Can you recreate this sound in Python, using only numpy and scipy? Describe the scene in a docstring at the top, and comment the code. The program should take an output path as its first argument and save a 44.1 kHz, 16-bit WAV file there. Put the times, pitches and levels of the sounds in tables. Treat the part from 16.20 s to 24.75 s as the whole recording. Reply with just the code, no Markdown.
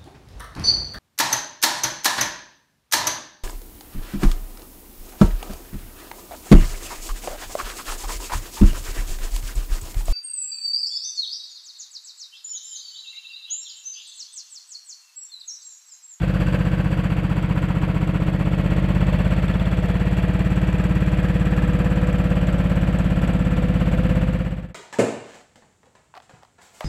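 """Single-cylinder two-stroke diesel of an old tractor creeping over a lawn, near 1000 turns/min, metres away.
Each turn, gas pulses ring silencer, pipe and ducts; pump, firing and piston blows ring block and panels.
Filtered noise gives the rush of fan and gears, and a thin hiss that dies away early.
One crank times every blow and puff; the sound fades out with the engine still running."""
import sys
import numpy as np
from scipy import signal
from scipy.fft import rfft, irfft, next_fast_len
from scipy.io import wavfile
from scipy.ndimage import uniform_filter1d

SR = 44100
rng = np.random.default_rng(int(sys.argv[2]) if len(sys.argv) > 2 else 0)


def pcm_store(signal):
    """Save signal as 16-bit PCM."""
    levels = np.round(np.clip(np.atleast_2d(signal), -1, 1) * 32767)
    wavfile.write(sys.argv[1], SR, levels.astype(np.int16).T)


N = 376846
TIME = np.arange(N) / SR  # s

# crank speed: t/s, speed/(turns/s)
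SPEED = [(0.0, 16.517), (0.4, 15.795), (0.8, 15.472), (1.3, 15.394), (1.7, 15.395), (2.2, 15.92),
         (2.7, 16.457), (3.2, 17.066), (3.7, 17.605), (4.2, 17.912), (4.8, 17.924), (5.4, 17.865),
         (6.0, 17.623), (6.5, 17.417), (7.0, 17.214), (7.4, 17.21), (7.9, 16.91), (8.55, 16.749)]
START_TURN, CRUISE_TURNS_PER_S = -.61, 17
# engine pull beyond what speed alone needs: t/s, effort/dB
EFFORT = [(0, 0.3), (.4, 0.5), (.8, -1), (1.6, -1.3), (2.2, -1.2), (2.85, 3), (3.5, 0.2), (5.5, 1.5),
          (6.5, 1.5), (7.3, 0.8), (8.2, 3)]
# level laws: level at cruise/dB, speed slope/(dB per turn/s), effort slope/(dB/dB)
THUD_LAW = (-20, 0.25, 0.89)
BARK_LAW = (-41, 0.44, 0.13)
CLATTER_LAW = (-32.5, 0, 0.56)
TICK_LAW = (-57.5, 0.62, 0.54)
FAN_LAW = (-39, 0.44, 0.45)
# how far the pump side is turned away: t/s, share/(0-1)
AWAY = [(0, 0.3), (3, 0.9), (4.4, 0), (8.5, 0.1)]

# gas flow per turn: crank position/turns, bell sigma/ms, strength (sign = flow direction)
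PUFFS = [(-.462, 1.5, .36), (-.342, 1.85, 1.2), (-.046, 1.85, 1.88), (.008, 1.4, -.75)]
# silencer resonances: f/Hz, width/Hz, gain/dB
SILENCER = [(55.8, 7.6, 0.5), (145.7, 9, 2), (183.6, 24.2, 17), (227.7, 37, 11)]
# silencer chamber, fuller with speed: f/Hz, width/Hz, gain at cruise/dB
CHAMBER = [(97.5, 42, -1.5)]
CHAMBER_SPEED_DB = 1.5  # dB per extra turn/s
# radiation of the small outlet: f/Hz, gain/dB
OUTLET = [(17, -46), (35, 2.5), (50, 7), (230, 1), (400, -6), (900, -7)]
# pipe resonances: f/Hz, width/Hz, gain/dB
PIPE = [(462, 38, 1.5), (515, 155, 0), (529, 47, 2.5), (602, 23, -3)]
# gusts through the pipe per turn: crank position/turns, gain/dB, change when turned away/dB
GUSTS = [(-.385, 2, 11.5), (-.04, 0, 1), (0, -33, 14), (0.1, -8, 2)]
GUST_DECAY_MS, GUST_ROUGH_DB = 16, -8  # turbulence trailing each gust
# exhaust port whoop: t/s, level/dB
WHOOP_LEVEL = [(0, -40), (1.2, -45.5), (2.8, -39.5), (4.2, -42.5), (5.6, -43), (7, -54)]
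WHOOP_FROM_HZ, WHOOP_TO_HZ, WHOOP_S = 300, 661, 0.0141
# spectrum of the gas chuff at the port: f/Hz, relative gain/dB
CHUFF = [(500, -39), (850, 9.5), (1400, 0), (1900, 2), (2700, -7.5), (3600, -18), (6000, -36)]
# chuff before odd-firing gain: t/s, level/dB
CHUFF_LEVEL = [(0, -58), (1.3, -46), (2.8, -43), (3.6, -46), (4.7, -44.5), (6, -49), (7, -56), (8.2, -48)]

# blows on metal per turn (cam, pump, firing, piston, ports, gears): crank position/turns,
# clatter decay/ms, clatter gain/dB, tick gain/dB, tick change when turned away/dB
BLOWS = [(-.375, 6, -15, -3, -4), (-.33, 7, -9, 4.5, 3.5), (-.27, 21, -5, 8.5, 0), (-.135, 18, -5, -6, -3),
         (-.04, 22, -4.5, 4.5, 3.5), (.172, 7, -13, 0, 6)]
# block and bonnet panels: f/Hz, width/Hz, gain when facing/dB, facing t/s, facing sigma/s
BLOCK = [(925, 60, -7, 2.7, 1.1), (990, 14, -4, 5, 1.1), (1110, 22, 7, 1.2, 1.1), (1230, 25, -3, 5.2, 1.3),
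         (1328, 16, 6.5, 5.6, 1.2), (1380, 50, -2, 1, 1.4), (1550, 70, 1.5, 0, .7), (1600, 70, -4, 6, 1.1),
         (1738, 20, 0, 5.5, 3), (1915, 50, -1.5, 3.5, 2), (2240, 70, -1.5, 1.8, 1.3),
         (2400, 100, -4, 5.4, 2), (2620, 90, -1, 1, 4), (3300, 130, -2, 3.3, 1.8), (4680, 160, 5, .1, .9),
         (4400, 240, -1, 3, .8), (4760, 140, -5, 6, 3)]
# injection line resonances: f/Hz, width/Hz, gain/dB
INJECTOR = [(4440, 80, -14), (5485, 90, 2), (6850, 45, 5.5), (7490, 210, 9), (7810, 135, 9.5)]
# spectrum of the dull clatter: f/Hz, relative gain/dB
CLATTER = [(60, 8.5), (240, 3.5), (340, 6.5), (410, -1.5), (560, 5.5), (750, -2), (1200, -6.5), (1800, -6),
           (2100, -9.5), (2800, -9.5), (3350, -17), (3750, -25), (4700, -25), (5200, -37)]
# spectrum of the bright ticks: f/Hz, relative gain/dB
TICK = [(2000, -12), (3500, 4), (4700, -12), (5100, -19), (5600, 0.5), (6200, -5.5), (7000, -3.5),
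        (7650, -2), (8500, -4.5), (9800, -24), (11000, -1), (12600, -3.5), (13700, -25)]
# cylinder head resonances, per pass: f/Hz, width/Hz, gain/dB
HEAD = [(3390, 220, 4), (4500, 440, -12)]
# ignition ping before odd-firing gain: t/s, level/dB
HEAD_LEVEL = [(0, -56), (.5, -65), (1.7, -73), (2.2, -61), (2.9, -55), (3.4, -50.5), (4, -60), (6.2, -70),
              (7.3, -56), (8.1, -60)]
# needle chirp before odd-firing gain: t/s, level/dB
NEEDLE_LEVEL = [(0, -71), (3.4, -84), (4.1, -64), (5.9, -63), (7.3, -60.5), (7.8, -72)]
# piston skirt resonances: f/Hz, width/Hz, gain/dB
SKIRT = [(994, 70, -2), (1354, 160, 1.5), (2180, 300, -11)]
# piston slap before odd-firing gain: t/s, level/dB
SLAP_LEVEL = [(0, -51), (.6, -46.5), (1.4, -43.5), (2.3, -46), (2.8, -45), (4.6, -54), (5.7, -51),
              (7, -46.5), (8.2, -46.5)]
# firings harder or softer than their neighbours: t/s, gain/dB
ODD_FIRINGS = [(.22, 2.5), (.35, 3.5), (.54, -0.5), (0.732, 1.5), (1.438, 0.5), (2.648, -1), (5.38, 1),
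               (7.042, 3), (7.503, -3.5), (8.09, -1.5)]
KNOCK_SPAN_S = 0.029  # sigma

# bonnet boom resonance, per pass: f/Hz, width/Hz, gain/dB
BONNET = [(155.1, 25.8, 0)]
# bonnet boom: t/s, level/dB
BOOM = [(0, -27.5), (.4, -29), (.8, -35), (1.6, -33.5), (2.4, -30), (3.5, -33), (5.6, -27.5), (6.6, -63)]
# intake hum resonance, per pass: f/Hz, width/Hz, gain/dB
INTAKE = [(309, 22.3, 0)]
# intake hum: t/s, level/dB
HUM = [(0, -38.5), (1.3, -36), (2.7, -34.5), (3.4, -38.5), (4.2, -34), (5.5, -32.5), (6.6, -39.5),
       (8.2, -41)]
# lingering silencer resonance, per pass: f/Hz, width/Hz, gain/dB
LINGER = [(188.2, 30.8, 0)]
# lingering silencer ring: t/s, level/dB
LINGER_LEVEL = [(2.8, -35), (3.8, -34.5), (5, -36.5), (6.2, -36), (7.2, -31.5), (8.2, -33)]
# second hum, below the intake's, per pass: f/Hz, width/Hz, gain/dB
LOW_HUM = [(236.9, 42, 0)]
# second hum: t/s, level/dB
LOW_HUM_LEVEL = [(4.8, -70), (5.4, -35.5), (6.3, -38), (7.2, -33)]
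# third hum, near 105 Hz, lowest of the hums, per pass: f/Hz, width/Hz, gain/dB
DEEP_HUM = [(104.5, 55, 0)]
# third hum: t/s, level/dB
DEEP_HUM_LEVEL = [(2.6, -55), (3.6, -33), (4.4, -33), (5.8, -36), (7.2, -37), (8.2, -44)]
# lower pipe note, wandering as the gas warms and cools: t/s, f/Hz, level/dB
LOWER_NOTE = [(0, 521, -49), (.4, 493, -42), (1.7, 486, -47), (2.7, 516.4, -45), (3.3, 529, -41),
              (3.7, 486, -40.5), (4.6, 486, -41), (5.8, 493.5, -33.5), (6.9, 491, -40), (8.2, 514.3, -35)]
# upper pipe note, likewise: t/s, f/Hz, level/dB
UPPER_NOTE = [(0, 584, -49), (1.1, 619, -53), (1.9, 644, -45.5), (2.7, 641, -47), (3.3, 646, -47),
              (3.8, 703, -45), (4.6, 607, -47), (5.3, 597, -57), (6.2, 610.6, -40), (7, 598, -43),
              (8.2, 602, -57)]
LOWER_WIDTH_HZ, UPPER_WIDTH_HZ = 19, 25  # per pole

# spectrum of fan and gears: f/Hz, relative gain/dB
FAN = [(25, -14), (150, 14), (400, -19), (600, 5.5), (1000, 0.5), (1800, 1), (3200, -6.5), (3750, -12),
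       (4750, -18.5), (5150, -25), (6800, -26.5), (7600, -24), (8800, -30), (13500, -33)]
# spectrum of the thin hiss: f/Hz, relative gain/dB
HISS = [(2500, -15), (4500, 6), (5300, -2), (7600, 0), (9500, -6), (12500, -7)]
# hiss, dying away early: t/s, level/dB
HISS_LEVEL = [(0, -64), (.5, -61), (1, -72), (1.5, -100)]
FADE_START_S, FADE_END_S, TOP_HZ = 7.98, 8.55, 13700


def gas(crank):
    """Gas flow at the openings: a few rounded gulps and puffs per turn."""
    flow = 0
    for position, sigma_ms, strength in PUFFS:
        hits = each_turn(crank, position, jitter_ms=.09, scatter_db=.3)
        flow = flow + strength * puff(hits, sigma_ms)
    return flow


def puff(hits, sigma_ms):
    """Each impulse rounded into a Gaussian gas pulse of equal area."""
    t_s = np.arange(-SR // 50, SR // 50 + 1) / SR
    bell = np.exp(-.5 * (t_s * 10 ** 3 / sigma_ms) ** 2)
    return signal.fftconvolve(hits, bell / bell.sum(), "same")


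def exhaust(flow, thud_db):
    """Flow rings the silencer; its small outlet radiates little of the deepest bass."""
    fill = undb(CHAMBER_SPEED_DB * (curves(SPEED)[0] - CRUISE_TURNS_PER_S))
    ringing = ring(flow, SILENCER) + fill * ring(flow, CHAMBER)
    return at_level(colour(ringing, OUTLET), thud_db)


def bark(crank, bark_db):
    """Ports snap open; the pipe answers with a hollow bark, roughened by turbulence."""
    away = curves(AWAY)[0]
    snaps = 0
    for position, db, away_db in GUSTS:
        hits = each_turn(crank, position, jitter_ms=0.093, scatter_db=2.0)
        snaps = snaps + undb(db + away_db * away) * hits
    tail = np.exp(-TIME[:SR // 10] * 10 ** 3 / GUST_DECAY_MS)
    swirl = signal.oaconvolve(snaps, tail)[:N] * rng.standard_normal(N)
    gust = unit(snaps) + undb(GUST_ROUGH_DB) * unit(swirl)
    band = signal.butter(3, [420, 800], "band", fs=SR, output="sos")
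    return at_level(signal.sosfilt(band, ring(gust, PIPE)), bark_db)


def blowdown(crank):
    """Exhaust port opens: its resonance sweeps up in a whoop, gas leaves in a breathy chuff."""
    t_s = TIME[TIME < WHOOP_S]
    hz = WHOOP_FROM_HZ + (WHOOP_TO_HZ - WHOOP_FROM_HZ) * t_s / WHOOP_S
    swell = np.sin(np.pi * t_s / WHOOP_S) ** 2
    sweep = swell * np.sin(2 * np.pi * np.cumsum(hz) / SR)
    openings = each_turn(crank, -0.0934, jitter_ms=.1, scatter_db=2.0)
    whoop = signal.oaconvolve(openings, sweep)[:N]
    puffs = each_turn(crank, -.07, jitter_ms=.1, scatter_db=1.0)
    chuff = rattle(puffs, decay_ms=6, repeat=.75, rise_ms=6)
    chuff = colour(chuff + panels(chuff), CHUFF)
    chuff = at_level(chuff, curves(CHUFF_LEVEL)[0]) * unevenness()
    return at_level(whoop, curves(WHOOP_LEVEL)[0]) + chuff


def metal(crank, clatter_db, tick_db):
    """Blows on the block ring its panels as dull clatter and the injection line as bright ticks."""
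    clatter = ticks = 0
    away = curves(AWAY)[0]
    for position, decay_ms, knock_db, bright_db, away_db in BLOWS:
        hits = each_turn(crank, position, jitter_ms=.06, scatter_db=1.5)
        dull = rattle(hits, decay_ms, repeat=0.87, rise_ms=2.2)
        bright = rattle(hits, decay_ms * 0.46, repeat=0.13, rise_ms=2.6)
        clatter = clatter + undb(knock_db) * dull
        ticks = ticks + undb(bright_db + away_db * away) * bright
    clatter = colour(clatter + panels(clatter), CLATTER)
    ticks = colour(ticks + ring(ticks, INJECTOR), TICK)
    return at_level(clatter, clatter_db) + at_level(ticks, tick_db)


def knocks(crank):
    """Three crisp blows per turn: head pings at ignition, injector needle shuts, piston slaps."""
    ignitions = each_turn(crank, -0.38, jitter_ms=0.15, scatter_db=0.5)
    ping = rattle(ignitions, decay_ms=2.8, repeat=0.85, rise_ms=0.77)
    closings = each_turn(crank, -0.3, jitter_ms=0.18, scatter_db=5.0)
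    needle = rattle(closings, decay_ms=2.6, repeat=0.32, rise_ms=0.74)
    slaps = each_turn(crank, -.212, jitter_ms=0.042, scatter_db=1.0)
    slap = rattle(slaps, decay_ms=2.2, repeat=0.75, rise_ms=0.9)
    return (at_level(ring(ring(ping, HEAD), HEAD), curves(HEAD_LEVEL)[0])
            + at_level(colour(ring(needle, INJECTOR), TICK), curves(NEEDLE_LEVEL)[0])
            + at_level(colour(ring(slap, SKIRT), CLATTER), curves(SLAP_LEVEL)[0]))


def sing(crank, position, note, width_hz):
    """Pipe resonance kicked once a turn, its centre and level following a curve."""
    hz, db = curves(note)
    spin = np.exp(2j * np.pi * np.cumsum(hz) / SR)
    pole = np.exp(-np.pi * width_hz / SR)
    kicks = each_turn(crank, position, jitter_ms=.04, scatter_db=.7)
    # shift the centre to 0 Hz, resonate, shift back
    envelope = signal.lfilter([1], np.poly([pole, pole]), kicks / spin)
    return at_level((envelope * spin).real, db)


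def drone(crank, position, modes, level):
    """Resonance kicked once a turn rings into the next: near-steady note on crank harmonics."""
    kicks = each_turn(crank, position, jitter_ms=.06, scatter_db=.5)
    return at_level(ring(ring(kicks, modes), modes), curves(level)[0])


def fan(rush_db):
    """Rush of cooling air and gears: noise coloured by the block."""
    air = rng.standard_normal(N)
    return unit(colour(air + .5 * panels(air), FAN)) * undb(rush_db)


def hiss():
    """Thin hiss: bright filtered noise."""
    return at_level(colour(rng.standard_normal(N), HISS), curves(HISS_LEVEL)[0])


def each_turn(crank, position, jitter_ms, scatter_db):
    """Impulse whenever the crank passes a position, scattered in time and size."""
    turns = np.arange(np.ceil(crank[0] - position), np.floor(crank[-1] - position) + 1) + position
    chance = rng.standard_normal((len(turns), 2))
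    at_s = np.interp(turns, crank, TIME) + jitter_ms * chance[:, 0] / 10 ** 3
    index = np.clip(at_s * SR, 0, N - 1).astype(int)
    return np.bincount(index, undb(scatter_db * chance[:, 1]), N)


def rattle(hits, decay_ms, repeat, rise_ms):
    """Each blow sets off a burst: a power share of repeating dense ringing, the rest loose rattle."""
    t_ms = TIME[:SR // 10] * 10 ** 3
    tail = np.exp(-t_ms / decay_ms) * (1 - np.exp(-t_ms / rise_ms))
    # ringing changes slowly as the tractor shows another side
    front, side = (signal.oaconvolve(hits, tail * rng.standard_normal(len(tail)))[:N] for _ in range(2))
    steady = front * np.cos(0.68 * TIME) + side * np.sin(0.64 * TIME)
    grain_db = 2.5 * np.repeat(rng.standard_normal(N // 40 + 1), 40)[:N]
    grains = rng.standard_normal(N) * undb(grain_db)
    loose = signal.oaconvolve(hits, tail)[:N] * grains
    share = np.clip(repeat, 0, 1)
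    return np.sqrt(share) * unit(steady) + np.sqrt(1 - share) * unit(loose)


def panels(x):
    """Panels ring in turn, each loudest when facing the listener as the tractor rolls past."""
    return sum(ring(x, [(hz, width_hz, db)]) * np.exp(-((TIME - facing_s) / span_s) ** 2 / 2)
               for hz, width_hz, db, facing_s, span_s in BLOCK)


def unevenness():
    """Gain lifting or softening the odd firing."""
    return undb(sum(db * np.exp(-((TIME - s) / KNOCK_SPAN_S) ** 2 / 2) for s, db in ODD_FIRINGS))


def loudness(law):
    """Level/dB of an engine part from crank speed and effort."""
    cruise_db, speed_db, effort_share = law
    extra_turns_per_s = curves(SPEED)[0] - CRUISE_TURNS_PER_S
    return cruise_db + speed_db * extra_turns_per_s + effort_share * curves(EFFORT)[0]


def ring(x, modes):
    """Sum of resonances: f/Hz, width/Hz, gain/dB."""
    return sum(undb(db) * signal.lfilter(*signal.iirpeak(hz, hz / width_hz, fs=SR), x)
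               for hz, width_hz, db in modes)


def colour(x, spectrum):
    """Zero-phase filter, dB interpolated over log frequency."""
    hz, db = np.transpose(spectrum)
    size = next_fast_len(N + SR // 10)
    f_hz = np.maximum(np.fft.rfftfreq(size, 1 / SR), 1)
    gain = undb(np.interp(np.log(f_hz), np.log(hz), db))
    return irfft(rfft(x, size) * gain, size)[:N]


def at_level(x, db):
    """Set the rms, taken over 0.5 s, to a dB curve."""
    return x * undb(db) / np.sqrt(uniform_filter1d(x ** 2, SR // 2))


def curves(table):
    """Table columns joined by straight lines in time."""
    s, *columns = np.transpose(table)
    return [np.interp(TIME, s, c) for c in columns]


def undb(db):
    """Decibels to gain."""
    return 10 ** (np.asarray(db) / 20)


def unit(x):
    """Scale to rms 1."""
    return x / np.sqrt(np.mean(x ** 2))


def scene():
    """One crank times every blow and puff; its speed and effort set the main levels."""
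    crank = START_TURN + np.cumsum(curves(SPEED)[0]) / SR
    tailpipe = exhaust(gas(crank), loudness(THUD_LAW)) + bark(crank, loudness(BARK_LAW)) + blowdown(crank)
    blows = metal(crank, loudness(CLATTER_LAW), loudness(TICK_LAW)) + knocks(crank)
    blows = blows * unevenness()
    lower_note = sing(crank, -0.1201, LOWER_NOTE, LOWER_WIDTH_HZ)
    upper_note = sing(crank, -0.0594, UPPER_NOTE, UPPER_WIDTH_HZ)
    boom = drone(crank, -0.5522, BONNET, BOOM)
    intake = drone(crank, -.55, INTAKE, HUM)
    linger = drone(crank, -0.043, LINGER, LINGER_LEVEL)
    low_hum = drone(crank, 0.0978, LOW_HUM, LOW_HUM_LEVEL)
    deep_hum = drone(crank, -.417, DEEP_HUM, DEEP_HUM_LEVEL)
    drones = boom + intake + linger + low_hum + deep_hum
    background = fan(loudness(FAN_LAW)) + hiss()
    return (tailpipe + blows + lower_note + upper_note + drones + background)[None]


def record(dry):
    """Straight fade at the end, steep low-pass at the top."""
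    fade = np.interp(TIME, [FADE_START_S, FADE_END_S], [1, 0])
    low_pass = signal.ellip(10, .2, 80, TOP_HZ, fs=SR, output="sos")
    return signal.sosfilt(low_pass, dry * fade)


dry = scene()
out = record(dry)
pcm_store(out)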